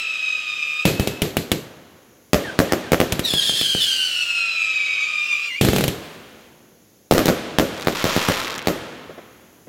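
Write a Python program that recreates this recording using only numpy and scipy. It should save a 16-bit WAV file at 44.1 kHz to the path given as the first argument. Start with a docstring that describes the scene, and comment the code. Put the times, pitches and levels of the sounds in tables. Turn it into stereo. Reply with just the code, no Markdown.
"""Whistlers already in the air sink in pitch, then a firework cake fires close by, outdoors at night.
Tubes thump in volleys as pressure pulses with gas noise, shells burst overhead and slap back off the ground.
More whistlers climb away as harmonic tones with exhaust hiss, and a cloud of stars crackles as random pops.
The reports overload the microphone and roll away over the neighbourhood in decaying noise; a faint hiss remains."""
import sys
import numpy as np
from scipy import signal
from scipy.fft import rfft, irfft, next_fast_len
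from scipy.io import wavfile
from scipy.ndimage import uniform_filter1d

SR = 44100
rng = np.random.default_rng(int(sys.argv[2]) if len(sys.argv) > 2 else 0)


def waveform_to_disk(signal):
    """Save audio, clipped to [-1, 1], as 16-bit WAV at the path in sys.argv[1]."""
    frames = np.transpose(np.atleast_2d(signal))
    scaled = np.clip(frames, -1, 1) * 32767
    samples = np.round(scaled).astype(np.int16)
    wavfile.write(sys.argv[1], SR, samples)


N = 426888
TIME = np.arange(N) / SR
RIGHT_LAG_S = 3 / SR   # extra travel time to the right microphone port

# Whistling tubes. Each row: lit in s, fuel spent in s, silent in s, first pitch in Hz before the swoop,
# pitch of the spent tube in Hz, pitch after the last bend in Hz, lateness of that bend (1 = even),
# dip of the dying note in Hz, level far away in dB, odd partials of the burnt-down tube in dB.
WHISTLER_COURSES = [(-1.23, .63, .92, 1540, 1208, 1240, .8, 0, -30.5, 2),
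                    (-1.24, .24, .89, 1750, 1278, 1315, 2.5, 0, -31, -1),
                    (-1.27, -.09, 1.22, 1730, 1226, 1305, 1.6, 0, -34, -3),
                    (3.22, 4.97, 5.62, 1760, 1126, 1225, .45, 215, -28.5, -9),
                    (3.385, 4.75, 5.6, 1760, 1222, 1410, 1, 0, -33.5, -7),
                    (3.53, 5.0, 5.5, 1680, 1210, 1385, 3, 0, -31.5, -3),
                    (3.77, 4.78, 5.5, 1640, 1266, 1175, 1.4, 0, -30.5, 7)]
# Lift charges in the tubes, and one shell bursting low at 5.784 s that is sounded like them. # Each row: start
# in s, blast in dB, typical overpressure in ms, gas crack in dB, echo in dB (relative levels).
LIFT_CHARGES = [(0.8535, 1.5, 1.2, 1.5, 1), (0.9972, -1, 2.7, -7.5, -7), (1.0739, -2.5, 0.52, -6, -10.5),
                (1.219, -1, 0.69, -3, -6), (1.3688, 2, 0.55, -3.5, -8.5), (1.517, -2, 0.84, -0.5, -7.5),
                (3.1228, -6, 2.4, -3, -11.5), (3.1941, -5, 1.4, -7, -15.5), (3.3372, -5, 0.59, -10, -18.5),
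                (3.495, -6, 0.41, -18, -19), (3.6129, -8, 0.63, -10.5, -21.5),
                (3.7496, -6, 0.73, -16, -18.5), (5.612, 1, 1.5, 0, 0.5), (5.6493, -1, 1.14, -5, -3),
                (5.6865, 2, 1.3, -6.5, -5), (5.7332, 1, 0.52, -9, -5.5), (5.7627, -2, 0.52, -6, -9),
                (5.784, -1, .5, -7, -8), (5.809, -4, 0.37, -9, -12), (5.8396, -3, 0.38, -5, -9.5),
                (5.8801, -6.5, 1.7, -4.5, -10.5)]
# Shells bursting overhead. Each row: start in s, blast in dB, typical overpressure in ms,
# crack in dB, echo in dB (relative levels).
SHELL_BURSTS = [(2.3325, 15.5, 0.45, 0.5, 1), (2.59, 13, 0.61, -2, 0.5), (2.7224, 12.5, 0.32, -5, -4),
                (2.9195, 5, 0.8, -4, -1), (2.9333, 12, 0.31, -8, -18), (3.0022, 14, 0.3, -4, -2),
                (7.111, 17, 0.42, 0.5, -0.5), (7.1363, 4, 1, -7, 1), (7.1802, 9, 0.48, -3, 0.5),
                (7.2571, 10, 0.47, -3.5, -6.5), (7.2819, 4.5, 0.65, -8, -4), (7.288, 7.5, 0.55, -10, -3.5),
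                (7.5856, 12.5, 0.53, -2.5, 2), (7.8718, 15, 0.37, -11, -4.5), (8.042, 7, 0.56, -10, -5),
                (8.1641, 3, 1.1, -12, -11), (8.2864, 4.5, 1, -7.5, -5), (8.6721, 8, 0.4, -6.5, -1.5)]
# Spectrum of the scattered echoes from above. Each row: frequency in Hz, relative level in dB per Hz.
SKY_SCATTER_COLOUR = [(24, -58), (40, -10.5), (124, -8), (199, -3), (422, -1), (503, -3), (570, 1),
                      (873, -17), (1300, -14.5), (3560, -25.5), (4240, -26), (7360, -26), (8550, -37),
                      (13800, -24.5), (16000, -44)]
# Spectrum of the crackling stars. Each row: frequency in Hz, relative level in dB per Hz.
STAR_COLOUR = [(150, -11), (500, -2.5), (900, -0.5), (1300, 3.5), (2200, 0), (3500, 1.5), (7000, -5),
               (9000, -13.5), (13000, -12), (16000, -21)]


def from_db(db):
    """Logarithmic level: 20 dB is a tenfold amplitude."""
    return 10 ** (np.asarray(db) / 20)


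def rms_one(x):
    """Normalisation: equal mean power, an rms of one over all channels."""
    return x / np.sqrt(np.mean(x ** 2) + 1e-20)


def at_hz(points, hz):
    """Logarithmic frequency axis: a table is interpolated as the ear spaces pitch."""
    points = np.array(points)
    return np.interp(np.log(np.maximum(hz, 1)), np.log(points[:, 0]), points[:, 1])


def in_time(rows):
    """Envelope: a smoothed gate open while the curve lasts, then each column interpolated over time."""
    s, *columns = np.transpose(rows)
    gate = uniform_filter1d(1. * ((TIME >= s[0]) & (TIME <= s[-1])), size=600)
    return [gate] + [np.interp(TIME, s, column) for column in columns]


def drift(rate):
    """Random modulation: smooth chance of spread one, with about rate new values a second."""
    knots = rng.standard_normal(20000)
    return rms_one(np.interp(TIME * rate, np.arange(len(knots)), knots))


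def butter(x, hz, kind, order=2):
    """Causal low- or high-pass filtering with a maximally flat passband."""
    sections = signal.butter(order, min(hz, SR / 2 - 1), kind, fs=SR, output="sos")
    return signal.sosfilt(sections, x + 1e-18)


def coloured(x, colour):
    """Spectral shaping: a noise is weighted frequency by frequency, then brought to rms one."""
    length = x.shape[-1]
    size = next_fast_len(length)
    gain = from_db(at_hz(colour, np.fft.rfftfreq(size, 1 / SR)))
    return rms_one(irfft(rfft(x, size) * gain, size)[..., :length])


def air_noise(colour, size=N):
    """Spatial coherence: the two sides of a noise are alike in the bass and part in the treble."""
    # Each row: frequency in Hz, left-right correlation.
    likeness = [(50, .85), (200, 0.94), (500, 0.62), (1200, 0.17), (3000, 0.26), (12000, 0.048)]
    padded = next_fast_len(size)
    mid, side = rfft(rng.standard_normal((2, padded)))
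    alike = np.clip(at_hz(likeness, np.fft.rfftfreq(padded, 1 / SR)), -1, 1)
    pair = np.sqrt(1 + alike) * mid + np.sqrt(1 - alike) * side * [[1], [-1]]
    return coloured(irfft(pair, padded)[:, :size], colour)


def panned(x, left_db):
    """Level difference between the sides: a positive one leans the sound to the left."""
    return x * from_db([[left_db / 2], [-left_db / 2]])


def add(track, s, sound):
    """Superposition: a sound is summed in from a given second."""
    start = int(np.clip(round(s * SR), 0, N - 1))
    track[:, start:start + sound.shape[-1]] += sound[..., :N - start]


def night():
    """Steady background: stationary coloured noise under the whole scene."""
    # Each row: frequency in Hz, relative level in dB per Hz.
    night_colour = [(24, -40), (40, -24), (81, -12.5), (127, -7.5), (163, -13.5), (194, -7), (516, -9),
                    (1040, -26), (5050, -23.5), (6650, -16), (8550, -34.5), (10700, -20), (16000, -25.5)]
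    return from_db(-53.5) * air_noise(night_colour)


def flight(lit, spent, silent):
    """Distance: a whistler's age, time since its fuel ran out, nearness (1 when lit), and its gate."""
    attack_s, release_s, climb_s = .045, .025, .28
    age, coasting = np.maximum(TIME - lit, 0), np.maximum(TIME - spent, 0)
    attack = np.clip(age / attack_s, 0, 1) ** 2
    release = np.clip((silent - TIME) / release_s, 0, 1)
    return age, coasting, np.exp(-age / climb_s), attack * release


def whistle_pitch(lit, spent, silent, first_hz, lowest_hz, last_hz, lateness, dip_hz):
    """Pipe resonance: pitch falls as burning lengthens the open pipe; once spent, it bends and may dip."""
    swoop_hz, swoop_s = 330, .045   # the note starts sharp and drops onto its pitch
    dip_lead_s, dip_s = .09, .035   # the dip's time before silence, and its half-width
    burning = 1 / np.interp(TIME, [lit, spent], [1 / first_hz, 1 / lowest_hz])
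    swoop = swoop_hz * np.exp(-np.maximum(TIME - lit, 0) / swoop_s)
    progress = np.interp(TIME, [spent, silent], [0, 1]) ** lateness
    bend = (last_hz - lowest_hz) * np.sin(np.pi / 2 * progress) ** 2
    dip = dip_hz * np.exp(-((TIME - silent + dip_lead_s) / dip_s) ** 2)
    return burning + swoop + bend - dip


def whistlers():
    """Harmonic series: burning tubes sing on their second partial; freshly lit, they flutter and shriek."""
    # Overtones of a tube. Each row: multiple of the pitch, relative level in dB.
    partials = [(1, -19), (2, 0), (3, -13), (4, -16), (5, -24), (6, -20), (7, -36), (8, -38), (9, -43)]
    near_db, spent_db_per_s2 = 15, 4.5   # boost near the ground; ever faster fading once spent
    out = np.zeros((2, N))
    for *course, own_db, own_odd_db in WHISTLER_COURSES:
        _, coasting, near, gate = flight(*course[:3])
        hz = whistle_pitch(*course)
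        level_db = own_db + near_db * near - spent_db_per_s2 * coasting ** 2
        live = gate > 0
        fresh = np.clip((hz - 1480) / 250, 0, 1)   # a high pitch marks a fresh tube

        flutter = (.002 + .018 * fresh ** 2) * drift(70) + .002 * drift(6)
        rasp = (.005 + .017 * fresh) * drift(700)
        wavering_hz = (hz * (1 + flutter + rasp))[live]
        phase = 2 * np.pi * np.cumsum(wavering_hz) / SR + rng.uniform(0, 2 * np.pi)

        # the balance of odd and even partials wanders
        odd_db = own_odd_db * (1 - fresh[live]) + 2.0 * drift(7)[live]
        tone = 0
        for k, (_, db) in enumerate(partials, start=1):
            shrill_db = 1.3 * fresh[live] * max(k - 3, 0)
            tone = tone + from_db(db + shrill_db + odd_db * (k % 2)) * np.sin(k * phase)

        # turbulent air on the way to each side
        sway_db = 2.6 * drift(110) + 2.0 * np.array([drift(30), drift(30)])
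        sway_db = sway_db + (2.2 + 1.5 * fresh) * drift(350) - 1.2 * fresh
        out[:, live] += np.sqrt(2) * tone * (gate * from_db(level_db + sway_db))[:, live]
    out[1] = np.interp(TIME - RIGHT_LAG_S, TIME, out[1])
    return panned(out, left_db=3.5)


def jets():
    """Jet noise: exhaust powers add to a hiss around the whistles, with spitting while a tube is low."""
    # Spectra of exhaust and spitting. Each row: frequency in Hz, relative level in dB per Hz.
    jet_colour = [(200, -39.5), (600, -15), (900, -22), (1500, -10), (2200, -8), (2700, 2.5), (3200, -0.5),
                  (3700, -7.5), (4500, -11), (7300, -17), (8600, -27.5), (15000, -42)]
    spit_colour = [(2500, -32), (4200, 13), (6000, -5.5), (7500, 2.5), (10000, -6), (15000, -10)]
    jet_db, near_db, spent_db_per_s = -37.7, 4, 7   # far level, boost when near, fading once spent
    spit_db, spit_s = -28, .45
    flow_power, spit_power = 0, 0
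    for lit, spent, silent, *_ in WHISTLER_COURSES:
        age, coasting, near, gate = flight(lit, spent, silent)
        flow_db = jet_db + near_db * near - spent_db_per_s * coasting
        flow_power += (gate * from_db(flow_db)) ** 2
        spit_power += (gate * from_db(spit_db) * np.exp(-(age / spit_s) ** 2)) ** 2
    flow = np.sqrt(flow_power) * air_noise(jet_colour)
    spit = np.sqrt(spit_power) * air_noise(spit_colour)
    return panned(flow + spit, left_db=3.5)


def off_the_walls(x, wet_db, t60):
    """Multipath interference: near reflections smear a gliding note and make it beat with itself."""
    t = TIME[:SR // 5]
    decaying = rng.standard_normal((2, len(t))) * from_db(-60 * t / t60)
    response = rms_one(decaying) / np.sqrt(len(t))
    return x + from_db(wet_db) * signal.fftconvolve(x, response, axes=1)[:, :N]


def fuse():
    """Combustion noise: a thin hiss swells as the fuse burns along the cake."""
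    # Each row: start in s, end in s, level in dB before panning.
    fuse_burns = [(.5, .86, -54), (5.08, 5.62, -52), (8.95, 9.7, -59)]
    # Each row: frequency in Hz, relative level in dB per Hz.
    fuse_colour = [(2000, -14), (6500, -2), (8600, -9), (10500, 0), (16000, -2)]
    swell_s = .2
    burning = 0
    for start, end, level_db in fuse_burns:
        swell = np.clip((TIME - start) / swell_s, 0, 1)
        burning = burning + from_db(level_db) * swell * (TIME < end)
    return panned(burning * air_noise(fuse_colour), left_db=2.5)


def blast(t, push_ms, suction):
    """Blast wave: a shock front, a short overpressure, then the longer suction that returns the air."""
    u = t * 1000 / max(push_ms, .05)   # 1 where the overpressure ends
    return (1 - u) * np.exp(-u) * (1 + suction * np.minimum(u, 2) / 2)


def pressure_pulse(t, push_ms, suction, bass_hz, spread):
    """Arrival-time difference: the blast meets the left port first and drives each a little differently."""
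    push = push_ms * np.exp(spread * rng.standard_normal(2))
    late = t - RIGHT_LAG_S
    left = blast(t, push[0], suction)
    right = (late >= 0) * blast(np.abs(late), push[1], suction)
    ports = np.array([left, right])
    near_1khz = signal.lfilter(*signal.iirpeak(980, 2.5, fs=SR), ports)
    return butter(ports - 0.77 * near_1khz, bass_hz, "high")   # hollow near one kilohertz


def scatter(t, colour, rise_s, t60):
    """Diffuse reflection: echoes from nearby walls, fences and trees swell, then die exponentially."""
    envelope = (1 - np.exp(-(t / rise_s) ** 2)) * from_db(-60 * t / t60)
    return air_noise(colour, size=len(t)) * envelope


def yard(t):
    """Modal resonance: low modes between the walls build up over the first few reflections, then die."""
    # Each row: frequency in Hz, relative level in dB, t60 in s.
    yard_modes = [(131, -19.5, 0.12), (186, -5, 0.081), (366.3, -30, 0.077)]
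    modes = 0
    for hz, db, t60 in yard_modes:
        modes = modes + from_db(db - 60 * t / t60) * np.sin(2 * np.pi * (hz * t + rng.random()))
    return modes * (1 - np.exp(-(t / 0.0073) ** 2))


def launches():
    """Impulsive source: each tube gives a thump and a spray of gas noise; the yard answers with a boom."""
    # Spectra of gas and echoes. Each row: frequency in Hz, relative level in dB per Hz.
    gas_colour = [(100, -5.5), (500, 1.5), (1200, -8), (3000, 1.5), (5000, -9), (8000, -10), (12000, -8.5),
                  (16000, -16)]
    echo_colour = [(24, -45.5), (40, -21), (140, 1.5), (215, -3.5), (402, -1.5), (990, -22), (2260, -18.5),
                   (2500, -19), (2910, -19.5), (4130, -17), (5310, -25), (7540, -23), (8770, -32),
                   (13400, -22.5), (16000, -47.5)]
    out, t = np.zeros((2, N)), TIME[:SR // 3]
    for s, blast_db, push_ms, crack_db, echo_db in LIFT_CHARGES:
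        thump = from_db(blast_db) * pressure_pulse(t, push_ms, suction=1.8, bass_hz=66, spread=0.14)
        spray = 0.96 * np.exp(-t / 0.00024) + 0.31 * np.exp(-t / 0.0071)
        gas = from_db(crack_db) * air_noise(gas_colour, size=len(t)) * spray
        echoes = from_db(-11.5) * scatter(t, echo_colour, rise_s=0.013, t60=0.37)
        boom = from_db(echo_db) * (echoes + yard(t))
        add(out, s, thump + panned(gas, left_db=4.5) + boom)
    return out


def rumbles():
    """Low-frequency noise: each report brings a short rumble, independent on the two sides, soon gone."""
    # Each row: frequency in Hz, relative level in dB per Hz.
    rumble_colour = [(20, -2), (60, 0), (110, -6), (300, -30), (1000, -70)]
    rumble_db, decay_s = -25, .02   # level relative to the report's echo setting
    out, t = np.zeros((2, N)), TIME[:SR // 5]
    for s, *_, echo_db in list(LIFT_CHARGES) + list(SHELL_BURSTS):
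        rumble = coloured(rng.standard_normal((2, len(t))), rumble_colour)
        add(out, s, from_db(rumble_db + echo_db) * rumble * np.exp(-t / decay_s))
    return out


def neighbourhood(x):
    """Reverberation: countless far echoes roll on for seconds, decaying fastest in the treble."""
    # Spectrum of the roll. Each row: frequency in Hz, relative level in dB per Hz.
    roll_colour = [(24, -50), (40, -23), (71, -11), (237, -3.5), (422, -3), (516, -2), (570, -4),
                   (990, -9.5), (1480, -10), (2100, -12.5), (3220, -11.5), (5000, -17.5), (8340, -21),
                   (13800, -24.5), (16000, -45.5)]
    # Decay by band. Each row: centre frequency in Hz, t60 in s.
    roll_decay = [(100, 2.87), (500, 2.03), (2000, 2.15), (5000, 1.42), (12000, 0.68)]
    t = TIME[:2 * SR]
    noise = rfft(air_noise(roll_colour, size=len(t)))
    hz = np.fft.rfftfreq(len(t), 1 / SR)
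    centres = np.transpose(roll_decay)[0]
    response = 0
    for share, (_, t60) in zip(np.eye(len(centres)), roll_decay):
        band = irfft(noise * at_hz(np.c_[centres, share], hz))   # overlapping bands that sum to the whole
        response = response + band * from_db(-60 * t / t60)
    response = rms_one(response * (1 - np.exp(-t / 0.039))) / np.sqrt(len(t))
    return signal.fftconvolve(x, response, axes=1)[:, :N]


def rolling_echo():
    """Impulse response: reports set the neighbourhood rolling, bursts above most; thuds come from far off."""
    # Dull far-off thuds. Each row: start in s, level in dB before filtering.
    far_thuds = [(1.775, -35), (9.09, -23), (9.175, -22), (9.667, -29)]
    kicks, thuds, t = np.zeros((2, N)), np.zeros((2, N)), TIME[:SR // 3]
    for shots, reach_db in ((LIFT_CHARGES, 5.5), (SHELL_BURSTS, 8.5)):
        for s, *_, echo_db in shots:
            add(kicks, s, from_db([echo_db + reach_db]))
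    for s, level_db in far_thuds:
        add(thuds, s, from_db(level_db) * scatter(t, SKY_SCATTER_COLOUR, rise_s=0.0077, t60=.09))
    return neighbourhood(kicks) + butter(butter(thuds, 2500, "low"), 160, "high")


def bursts():
    """Ground reflection: a report from above arrives twice, the second time with its scattered echoes."""
    # Each row: frequency in Hz, relative level in dB per Hz.
    crack_colour = [(100, -9), (550, 4.5), (950, 2), (1500, -5.5), (3000, -5.5), (5000, -7), (8000, -14),
                    (12000, -16.5), (16000, -13.5)]
    ground_delay_s = .0115
    out, t = np.zeros((2, N)), TIME[:SR // 3]
    for s, blast_db, push_ms, crack_db, echo_db in SHELL_BURSTS:
        shock = from_db(blast_db) * pressure_pulse(t, push_ms, suction=0.42, bass_hz=114, spread=0.21)
        tearing = 1.5 * np.exp(-t / 0.00058) + 0.35 * np.exp(-t / 0.0053)
        crack = from_db(crack_db) * air_noise(crack_colour, size=len(t)) * tearing
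        crack = panned(crack, left_db=4.5)
        slap = 0.64 * butter(shock, 7100, "low", order=1) + 0.43 * crack
        echoes = from_db(echo_db - 13.0) * scatter(t, SKY_SCATTER_COLOUR, rise_s=0.0029, t60=.25)
        add(out, s, shock + crack)
        add(out, s + ground_delay_s, slap + echoes)
    return out


def whizzes():
    """Rotation tone: a spinning fragment off a burst slows down, so its note drops."""
    # Each row: start in s, length in s, level in dB.
    fragments = [(2.434, .078, -26.5), (2.685, .06, -30), (2.82, .07, -35.5), (3.02, .05, -35.5),
                 (3.1, .035, -41.5)]
    first_hz, halving_s = 1980, .22   # time in which the pitch would halve
    out = np.zeros((2, N))
    for s, length, level_db in fragments:
        age = TIME[:int(length * SR)]
        phase = 2 * np.pi * np.cumsum(first_hz / (1 + age / halving_s)) / SR
        swell = signal.windows.tukey(len(age), .25) * (1 + age / length) / 2
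        add(out, s, from_db(level_db) * swell * (np.sin(phase) + .18 * np.sin(2 * phase)))
    return out


def flare():
    """Combustion noise: a fan of burning stars hisses softly as it rises from the tubes."""
    # Each row: time in s, level in dB before panning.
    flare_levels = [(5.9, -52), (6.05, -42.5), (6.2, -48), (6.45, -54), (6.7, -70)]
    # Each row: frequency in Hz, relative level in dB per Hz.
    flare_colour = [(300, -9), (1200, -1), (3200, 0.5), (5500, -10), (9000, -14), (15000, -15)]
    gate, level_db = in_time(flare_levels)
    return panned(gate * from_db(level_db) * air_noise(flare_colour), left_db=9)


def crackle():
    """Poisson process: hundreds of tiny stars pop, sparsely at first, then as a dense sizzle."""
    # the fuses run out around one moment
    peak_s, spread_s, shape = 8.2, .25, 2.4
    peak_db, fall_db, peak_pops_per_s = -22.7, 5.5, 1600   # fall_db is the loss one spread away
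    off_peak = np.minimum(np.abs((TIME - peak_s) / spread_s) ** shape, 20)
    level_db = peak_db - fall_db * off_peak
    per_s = np.maximum(peak_pops_per_s * np.exp(-off_peak), 70)
    strength = from_db(2.2 * np.minimum(rng.exponential(1, N), 4))
    # the last factor keeps the mean power independent of the rate
    pops = (rng.random(N) < per_s / SR) * strength * np.sqrt(SR / per_s)
    # each pop from its own direction: the right side lags or leads by a few samples
    lags = rng.integers(-4, 5, N)
    right = np.bincount(np.clip(np.arange(N) + lags, 0, N - 1), pops, N)
    pops = np.array([pops, right])
    t = TIME[:SR // 30]
    clutter = 0.035 * rng.standard_normal((2, len(t))) * np.exp(-t / 0.0053)
    sizzle = pops + signal.fftconvolve(pops, clutter, axes=1)[:, :N]
    return panned(from_db(level_db) * coloured(sizzle, STAR_COLOUR), left_db=3.5)


def snaps():
    """Impulse noise: a near star goes off with one dry snap, a noise burst decaying within milliseconds."""
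    # The loudest single stars. Each row: start in s, relative level in dB.
    single_stars = [(7.81, -18), (7.826, -14), (7.848, -15), (8.473, -12), (8.524, -17), (8.552, -14),
                    (8.562, -12), (8.58, -9), (8.584, -15), (8.592, -13)]
    out, t = np.zeros((2, N)), TIME[:SR // 30]
    for s, level_db in single_stars:
        snap = air_noise(STAR_COLOUR, size=len(t)) * np.exp(-t / 0.00068)
        add(out, s, from_db(level_db - 5.5) * snap)
    return panned(out, left_db=4.0)


def scene():
    """Superposition of all the fireworks, their echoes and the still night."""
    whistle = off_the_walls(whistlers() + whizzes(), wet_db=-3.5, t60=0.15)
    stars = crackle() + snaps()
    distance = rolling_echo() + from_db(-10.0) * neighbourhood(stars) + night()
    reports = launches() + bursts() + rumbles()
    hisses = jets() + fuse() + flare()
    return reports + whistle + hisses + stars + panned(distance, left_db=2.2)


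def record(dry):
    """Saturation: the microphone overloads on loud reports; a steep low-pass then cuts the top."""
    cutoff_hz = 16000
    overloaded = .92 * np.tanh(dry / 0.87)
    return signal.sosfilt(signal.ellip(12, .2, 90, cutoff_hz, fs=SR, output="sos"), overloaded)


dry = scene()
out = record(dry)
waveform_to_disk(out)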